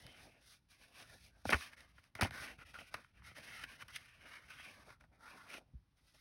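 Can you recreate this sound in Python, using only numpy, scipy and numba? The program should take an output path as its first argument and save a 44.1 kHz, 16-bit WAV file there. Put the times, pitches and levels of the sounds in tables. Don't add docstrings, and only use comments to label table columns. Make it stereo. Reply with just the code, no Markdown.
import sys
import numpy as np
from scipy import signal
from scipy.fft import rfft, irfft, next_fast_len
from scipy.io import wavfile
from scipy.ndimage import uniform_filter1d
from numba import njit

SR = 44100
rng = np.random.default_rng(int(sys.argv[2]) if len(sys.argv) > 2 else 0)


def master_out(mix):
    frames = np.transpose(np.atleast_2d(mix))
    ceiling = np.clip(frames, -1, 1)
    pcm = np.round(ceiling * 32767).astype(np.int16)
    wavfile.write(sys.argv[1], SR, pcm)


N = 273772
M = next_fast_len(N)


def undb(db):
    return 10 ** (np.asarray(db) / 20)


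def unit(x):
    return x / np.sqrt(np.mean(x ** 2))


def curve(rows):
    s, *columns = np.transpose(rows)
    return [np.interp(np.arange(N) / SR, s, c) for c in columns]


def on_bins(points):
    hz, value = np.transpose(points)
    bins_hz = np.fft.rfftfreq(M, 1 / SR)
    return np.interp(np.log(bins_hz + 1), np.log(hz + 1), value)


def walk(rate):
    hold = int(SR / rate)
    steps = np.repeat(rng.standard_normal(N // hold + 1), hold)
    return unit(uniform_filter1d(steps, hold)[:N])


@njit
def band(x, hz, damping):
    y, b, l = np.empty(len(x)), 0., 0.
    for i in range(len(x)):
        g = np.tan(np.pi * hz[i] / SR)
        v = (b + g * (x[i] - l)) / (1 + g * (g + damping))
        b, l, y[i] = 2 * v - b, l + 2 * g * v, damping * v
    return y


def ring(x, modes):
    def through(v):
        total = 0
        for k, (hz, width, db) in enumerate(modes):
            mode = signal.lfilter(*signal.iirpeak(hz, hz / width, SR), v)
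            total = total + (-1) ** k * undb(db) * mode
        return total
    energy = np.sum(through(signal.unit_impulse(4096)) ** 2)
    return through(x) / np.sqrt(energy)


def slips(grain_db, patchy_db, rate):
    size_db = grain_db * rng.exponential(size=N) + patchy_db * walk(rate)
    return unit(undb(size_db) * rng.standard_normal(N))


# loudest at t/s, swell/s, fade/s, sheet drive level/dB,
# pitch f/Hz at which the free span of the sheet rings
STROKES = [(0.0, .05, 0.23, -67, 1960), (0.165, 0.16, 0.42, -63, 2150), (0.25, 0.086, 0.051, -74.5, 1120),
           (0.37, 0.06, 0.069, -87, 1794), (0.469, 0.04, .08, -70.5, 1860), (0.53, 0.077, 0.085, -69, 1910),
           (0.716, 0.034, 0.1, -68.5, 1950), (0.831, 0.057, 0.08, -64, 1980),
           (1.016, 0.1, 0.041, -56, 1970), (1.14, 0.39, 0.11, -64.5, 1780), (1.258, 0.14, 0.067, -68, 2400),
           (1.4, 0.092, 0.2, -77, 1510), (1.486, 0.043, 0.025, -51, 2000),
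           (1.565, 0.043, 0.05, -50.5, 1560), (1.625, 0.069, .11, -50.5, 1830),
           (1.731, 0.023, 0.03, -56.5, 1720), (1.78, 0.02, 0.12, -58.5, 1950),
           (1.9, 0.071, 0.063, -72, 1720), (1.994, 0.068, 0.03, -67.5, 1580),
           (2.052, 0.065, 0.064, -71, 1960), (2.162, 0.0097, 0.1, -56.5, 1470),
           (2.275, 0.036, 0.032, -53, 1660), (2.351, 0.051, 0.14, -49.5, 1600),
           (2.431, 0.13, 0.15, -47.5, 1780), (2.62, 0.047, 0.028, -54.5, 1466),
           (2.695, 0.053, 0.056, -57.5, 2030), (2.742, 0.01, 0.085, -55, 1360),
           (2.805, .05, 0.085, -55.5, 1850), (2.88, 0.027, 0.036, -60, 1970),
           (2.936, 0.034, 0.018, -61, 1520), (2.965, .02, 0.14, -60.5, 1510), (3.09, .04, 0.05, -77, 1650),
           (3.174, 0.045, 0.069, -66.5, 1780), (3.274, 0.052, 0.079, -53, 1900),
           (3.372, 0.03, 0.069, -53.5, 1950), (3.44, 0.027, 0.057, -56, 2310),
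           (3.51, 0.093, 0.09, -53, 2000), (3.644, 0.21, 0.018, -48, 2100),
           (3.725, 0.092, 0.084, -53, 2070), (3.822, 0.042, 0.019, -50, 1840),
           (3.86, 0.044, .03, -69, 1800), (3.89, 0.016, 0.1, -57, 1800), (3.961, 0.041, 0.013, -49.5, 2330),
           (3.99, 0.048, 0.41, -60, 2040), (4.3, 0.12, 0.26, -57.5, 1930), (4.369, 0.21, 0.04, -55, 2070),
           (4.45, 0.078, 0.073, -63.5, 1850), (4.502, 0.027, 0.23, -55.5, 1820),
           (4.684, 0.21, 0.12, -54.5, 1980), (4.819, 0.14, 0.053, -63, 1530),
           (4.9, 0.068, 0.079, -60, 1170), (5.009, 0.013, 0.053, -67.5, 1510),
           (5.045, 0.014, .03, -76, 1250), (5.14, 0.031, 0.099, -74, 1310), (5.28, 0.097, 0.17, -57, 1100),
           (5.38, 0.04, 0.073, -58.5, 920), (5.47, 0.15, 0.055, -60.5, 930),
           (5.546, 0.089, 0.062, -50, 1840), (5.6, .03, 0.044, -75, 916), (5.981, .025, 0.092, -79, 1820),
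           (6.09, 0.078, 0.073, -74, 1820), (6.149, 0.02, .045, -70, 2100),
           (6.21, 0.071, 0.041, -70.5, 1920)]
SWELL_POWER, FADE_POWER = 0.99, 1.31
REST_DB, REST_HZ = -97.5, 1700


def strokes():
    t = np.arange(N) / SR
    power = np.full(N, undb(2 * REST_DB))
    octaves = power * np.log2(REST_HZ)
    for s, swell, fade, db, hz in STROKES:
        up = np.clip(1 + (t - s) / max(swell, .002), 0, 1) ** SWELL_POWER
        down = np.clip(1 - (t - s) / max(fade, .002), 0, 1) ** FADE_POWER
        own = (undb(db) * up * down) ** 2
        power = power + own
        octaves = octaves + own * np.log2(hz)
    return 10 * np.log10(power), 2 ** (octaves / power)


# t/s, hollow pocket level/dB, fibre hiss level/dB,
# both relative to the sheet drive of a middling stroke
SURFACE = [(0.0, -1.5, 1.5), (0.15, -5, -7), (0.25, -5, -0.5), (0.36, -13.5, -11.5), (0.47, -17, 6),
           (0.95, -12, -4.5), (1.2, -11, 1.5), (1.55, -6.5, 0), (1.75, -12.5, -9), (2.05, -14, -4),
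           (2.2, -7, -10), (2.47, -8, -7), (2.62, -13.5, -9), (2.96, -10, -6), (3.15, -19.5, -11),
           (3.4, -13, -6), (3.62, -13, -10.5), (3.95, -17.5, -7), (4.2, -14, -11), (4.75, -11.5, -7.5),
           (5.1, -7, -8.5), (5.5, -7.5, -8.5), (5.6, -0.5, -6), (5.68, -13.5, -1), (5.95, -14, 0),
           (6.21, -20.5, 0.5)]
MIDDLING_DB = -62
POCKET_FOLLOW, HISS_FOLLOW = 0.55, 0.98


def rubbing(ring_db):
    pocket_db, hiss_db = curve(SURFACE)
    effort_db = ring_db - MIDDLING_DB
    catches = undb(1.1 * walk(160))
    pocket_gain = undb(MIDDLING_DB + pocket_db + POCKET_FOLLOW * effort_db)
    hiss_gain = undb(MIDDLING_DB + hiss_db + HISS_FOLLOW * effort_db)
    return [undb(ring_db) * catches * slips(1.4, 1.0, 45),
            pocket_gain * slips(1.3, 3.9, 30),
            hiss_gain * catches * slips(1.2, 1.2, 60)]


# t/s, envelope peak level/dB before the crest allowance,
# pocket level/dB and hiss level/dB relative to it, ringing pitch f/Hz, decay time constant/ms
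CRACKS = [(0.0655, -46, -32, 0, 2170, 0.94), (1.4529, -35.5, 1, -9.5, 1100, 3.6),
          (1.491, -25, -1.5, -22, 1900, 3.6), (1.5418, -24, -2, -16, 1420, 3.4),
          (1.731, -43, -26, -22, 1670, 2.2), (1.7726, -56, -7.5, -12, 2000, 3.3),
          (1.8057, -48, -15, -4, 2120, 3), (1.9808, -53.5, -13, -16, 1450, 6.8),
          (2.0393, -52, -21.5, -7, 1960, 2), (2.1513, -35, -12.5, -8, 1500, 3.6),
          (2.1876, -38.5, -5, -42, 1350, 8.4), (2.194, -43, 8.5, -15, 1360, 3.6),
          (2.2098, -22, -7.5, -8.5, 1600, 6.7), (2.231, -31, -28, -4.5, 2490, 6.7),
          (2.3081, -36.5, -0.5, -7.5, 1580, 1.6), (2.587, -46, -24, -21, 1440, 2.2),
          (2.741, -44.5, -19, -19, 1450, 3.3), (2.9405, -28.5, -12.5, -13.5, 1400, 6.7),
          (3.0453, -46.5, -29.5, -23.5, 1690, 1.3), (3.2198, -48.5, -24, -28.5, 1380, 2.7),
          (3.313, -44.5, -10, -30, 1640, 3.4), (3.8816, -44, -20, -5.5, 1790, 3.5),
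          (4.5975, -46.5, -11, -23, 1500, 2.3), (5.008, -53, -24, -10, 1510, 2.8),
          (5.038, -57, -5, -22.5, 1250, 3.1)]
SCRUNCHES = [(1.5012, -28.5, -6.5, -3.5, 2370, 9.2), (1.5222, -21, -7.5, -21, 1510, 7),
             (1.5292, -18, -19, -17, 1450, 4.1), (1.5505, -35.5, -1, -14, 1620, 6),
             (1.6072, -38.5, -29, -7.5, 1710, 3.1), (2.2179, -31, -12.5, -6.5, 1550, 4.4),
             (2.223, -34.5, 2, -23, 1360, 10.3), (2.2425, -35.5, 0, -8, 2560, 7.2),
             (2.255, -40.5, -4.5, -10, 1380, 7.1), (2.2694, -48, -12, -3, 1440, 3),
             (2.3984, -41, -15, -19, 1840, 2.1), (2.7515, -49, -13, -24, 1440, 5.9),
             (2.785, -43.5, -8.5, -14, 2530, 10.7), (2.9504, -51, -21, -25, 1360, 2.4),
             (3.3628, -49.5, -28.5, -14, 1860, 12), (3.6365, -31.5, -19, -13, 2360, 2.8),
             (3.8211, -38.5, -13, -32, 1540, 2.6), (3.9578, -35.5, -48, -3.5, 2550, 6.1),
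             (5.5393, -36, -21, -11, 2390, 2.9), (5.58, -48.5, 0.5, -14, 2140, 3.1)]
CRACK_RISE_MS, SCRUNCH_RISE_MS = 0.28, 1.5
SNAP_DB = 7.5
CRACKLE_CREST_DB = 6


def buckles(span_hz):
    age_ms = np.arange(2048) / SR * 1000
    force, span_hz = np.zeros((3, N)), span_hz.copy()
    rows = [(*r, CRACK_RISE_MS) for r in CRACKS] + [(*r, SCRUNCH_RISE_MS) for r in SCRUNCHES]
    for s, db, pocket_db, hiss_db, hz, fall, rise in sorted(rows):
        shape = (1 - np.exp(-age_ms / max(rise, .05))) * np.exp(-age_ms / max(fall, .5))
        gains = undb([db, db + pocket_db, db + hiss_db])
        i = int(s * SR)
        force[:, i:i + 2048] += np.outer(gains, shape / shape.max())
        span_hz[i:i + int(.015 * SR)] = hz
    force = force * [slips(1.1, 1.3, 300), slips(1.0, 4.0, 200), slips(1.3, 1.2, 400)]
    for s, db, pocket_db, hiss_db, *_ in CRACKS:
        levels_db = np.array([db, db + pocket_db, db + hiss_db])
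        force[:, int((s + .0006) * SR)] -= undb(levels_db + SNAP_DB)
    return undb(-CRACKLE_CREST_DB) * force, span_hz


# f/Hz, width/Hz, relative level/dB before the span weighting
SHEET = [(940, 200, -4), (1177, 160, -0.5), (1448, 108, 3), (1786, 240, -1), (2116, 150, 2.5),
         (2352, 325, 2.5), (2586, 420, 1.5), (3120, 210, -2)]
# f/Hz, width/Hz, relative level/dB
POCKET = [(239, 90, 1.5), (424.6, 420, 1), (572, 338, 4), (837, 340, -5)]
# f/Hz, width/Hz, relative level/dB
FIBRES = [(3630, 710, -4.5), (4880, 1200, -4.5), (6930, 2150, -3), (10360, 4760, -7.5), (12930, 4060, -9.5)]


def paper(force, span_hz, bend):
    sheet, power = 0, 0
    for k, (hz, width, db) in enumerate(SHEET):
        mode = band(force[0], hz * (1 + 0.041 * bend[k - 1]), width / hz)
        octaves_off = np.log2(hz / span_hz)
        weight = undb(db + 2.2 * bend[k] - 8.64 * octaves_off ** 2)
        sheet = sheet + (-1) ** k * weight * mode
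        power = power + weight ** 2 * np.pi * width / SR
    return sheet / np.sqrt(power) + ring(force[1], POCKET) + ring(force[2], FIBRES)


# start t/s, length/s, level/dB, f/Hz
SQUEAKS = [(0.0, 0.24, -73, 2130), (0.01, 0.18, -68, 3070), (1.28, .14, -80.5, 1530),
           (2.582, 0.069, -63.5, 1430), (2.74, 0.035, -55.5, 1440)]
SQUEAK_DAMPING = .05


def squeaks():
    t, out = np.arange(N) / SR, 0
    for s, length, db, hz in SQUEAKS:
        swell = np.sin(np.pi * np.clip((t - s) / length, 0, 1))
        tone = unit(band(rng.standard_normal(N), np.full(N, 1. * hz), SQUEAK_DAMPING))
        out = out + undb(db) * swell * tone
    return out


# t/s, level/dB before the rise and decay, f/Hz
THUMPS = [(0.05, -47.5, 120), (1.458, -44, 136), (1.469, -36.5, 93), (1.532, -28, 239),
          (1.543, -28.5, 72.5), (1.791, -60, 67), (2.155, -49, 100), (2.217, -47, 233),
          (2.227, -24.5, 93.4), (2.417, -55, 111), (2.585, -53.5, 132), (2.946, -50.5, 104),
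          (3.62, -52, 125.3), (3.831, -53.5, 114), (4.905, -55.5, 125.5), (5.01, -64.5, 69.7),
          (5.736, -48.5, 121.6), (5.74, -52, 201.4), (5.748, -41, 62.1), (5.869, -66, 97.7)]
THUMP_CYCLES = 7.1


def thumps():
    out = np.zeros(N)
    age = np.arange(SR // 4) / SR
    for s, db, hz in THUMPS:
        decay = 1000 ** (-age * hz / THUMP_CYCLES)
        rise = 1 - np.exp(-age / 0.002)
        i = int(s * SR)
        out[i:i + len(age)] += undb(db) * np.sin(2 * np.pi * hz * age) * decay * rise
    return out


# f/Hz, width/Hz, relative level/dB
TABLE = [(53, 15, 3.5), (103, 72.5, -1), (166, 110, -4.5), (227.8, 51, -11.5)]
# t/s, level/dB about which it wavers
SHAKE = [(0.0, -64), (0.41, -74.5), (0.8, -79.5), (1.11, -68), (1.5, -75), (2.1, -76), (2.3, -58.5),
         (2.5, -68), (3.08, -77.5), (3.25, -67.5), (3.85, -70.5), (4.38, -78.5), (4.74, -71), (5.1, -72.5),
         (6.21, -76)]


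def shaking():
    level_db = curve(SHAKE)[0] + 2 * walk(12)
    return undb(level_db) * ring(rng.standard_normal(N), TABLE)


# f/Hz, relative level/dB per Hz
AIR = [(18, -44), (30, 5), (88, -9), (184, -18.5), (287, -13.5), (684, -40), (780, -23.5), (6210, -35),
       (7090, -33), (16000, -45.5)]
AIR_DB = -80


def air():
    spectrum = rfft(rng.standard_normal(M)) * undb(on_bins(AIR))
    return undb(AIR_DB) * unit(irfft(spectrum, M)[:N])


def tail(t60):
    age = np.arange(SR // 2) / SR
    h = rng.standard_normal(len(age)) * 1000 ** (-age / t60)
    return h / np.sqrt(np.sum(h ** 2))


# f/Hz, phase by which the left port leads/rad
PORTS = [(1200, 0), (2400, .25), (4300, .7), (5200, .3), (6400, 2.4), (7250, 3.14), (8200, 3.7),
         (10300, 6.28), (11200, 6.6), (12500, 8.7), (13600, 9.42), (14500, 9.9), (16000, 12.6)]
# f/Hz, level/dB
SPREAD = [(60, -38), (150, -5), (350, -4.5), (800, -1), (1400, -17.5), (2500, -5.5), (5000, -8),
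          (16000, -28.5)]
ROOM_T60_S, ROOM_DB = .45, -28.5
SCATTER_T60_S = 0.054
BUCKLE_SPREAD_DB = -6.5
PAN_DB = .42


def scene():
    ring_db, span_hz = strokes()
    bend = np.array([walk(11) for _ in SHEET])
    rub = paper(rubbing(ring_db), span_hz, bend) + squeaks() + air()
    hits = paper(*buckles(span_hz), 0.15 * bend) + thumps() + shaking()
    direct = rub + hits
    near = direct + undb(ROOM_DB) * signal.fftconvolve(direct, tail(ROOM_T60_S))[:N]
    loose = signal.fftconvolve(rub + undb(BUCKLE_SPREAD_DB) * hits, tail(SCATTER_T60_S))[:N]
    scattered = rfft(loose, M) * undb(on_bins(SPREAD))
    turn = np.exp(.5j * on_bins(PORTS))
    left = irfft(rfft(near, M) * turn + scattered, M)[:N]
    right = irfft(rfft(near, M) / turn - scattered, M)[:N]
    return np.array([undb(-PAN_DB) * left, undb(PAN_DB) * right])


MIC_DB = 2
BASS_HZ, TOP_HZ = 45, 15850


def record(dry):
    bass_cut = signal.butter(2, BASS_HZ, "high", fs=SR, output="sos")
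    top_cut = signal.ellip(10, .2, 70, TOP_HZ, fs=SR, output="sos")
    dry = signal.sosfilt(bass_cut, undb(MIC_DB) * dry)
    return signal.sosfilt(top_cut, dry)


dry = scene()
out = record(dry)
master_out(out)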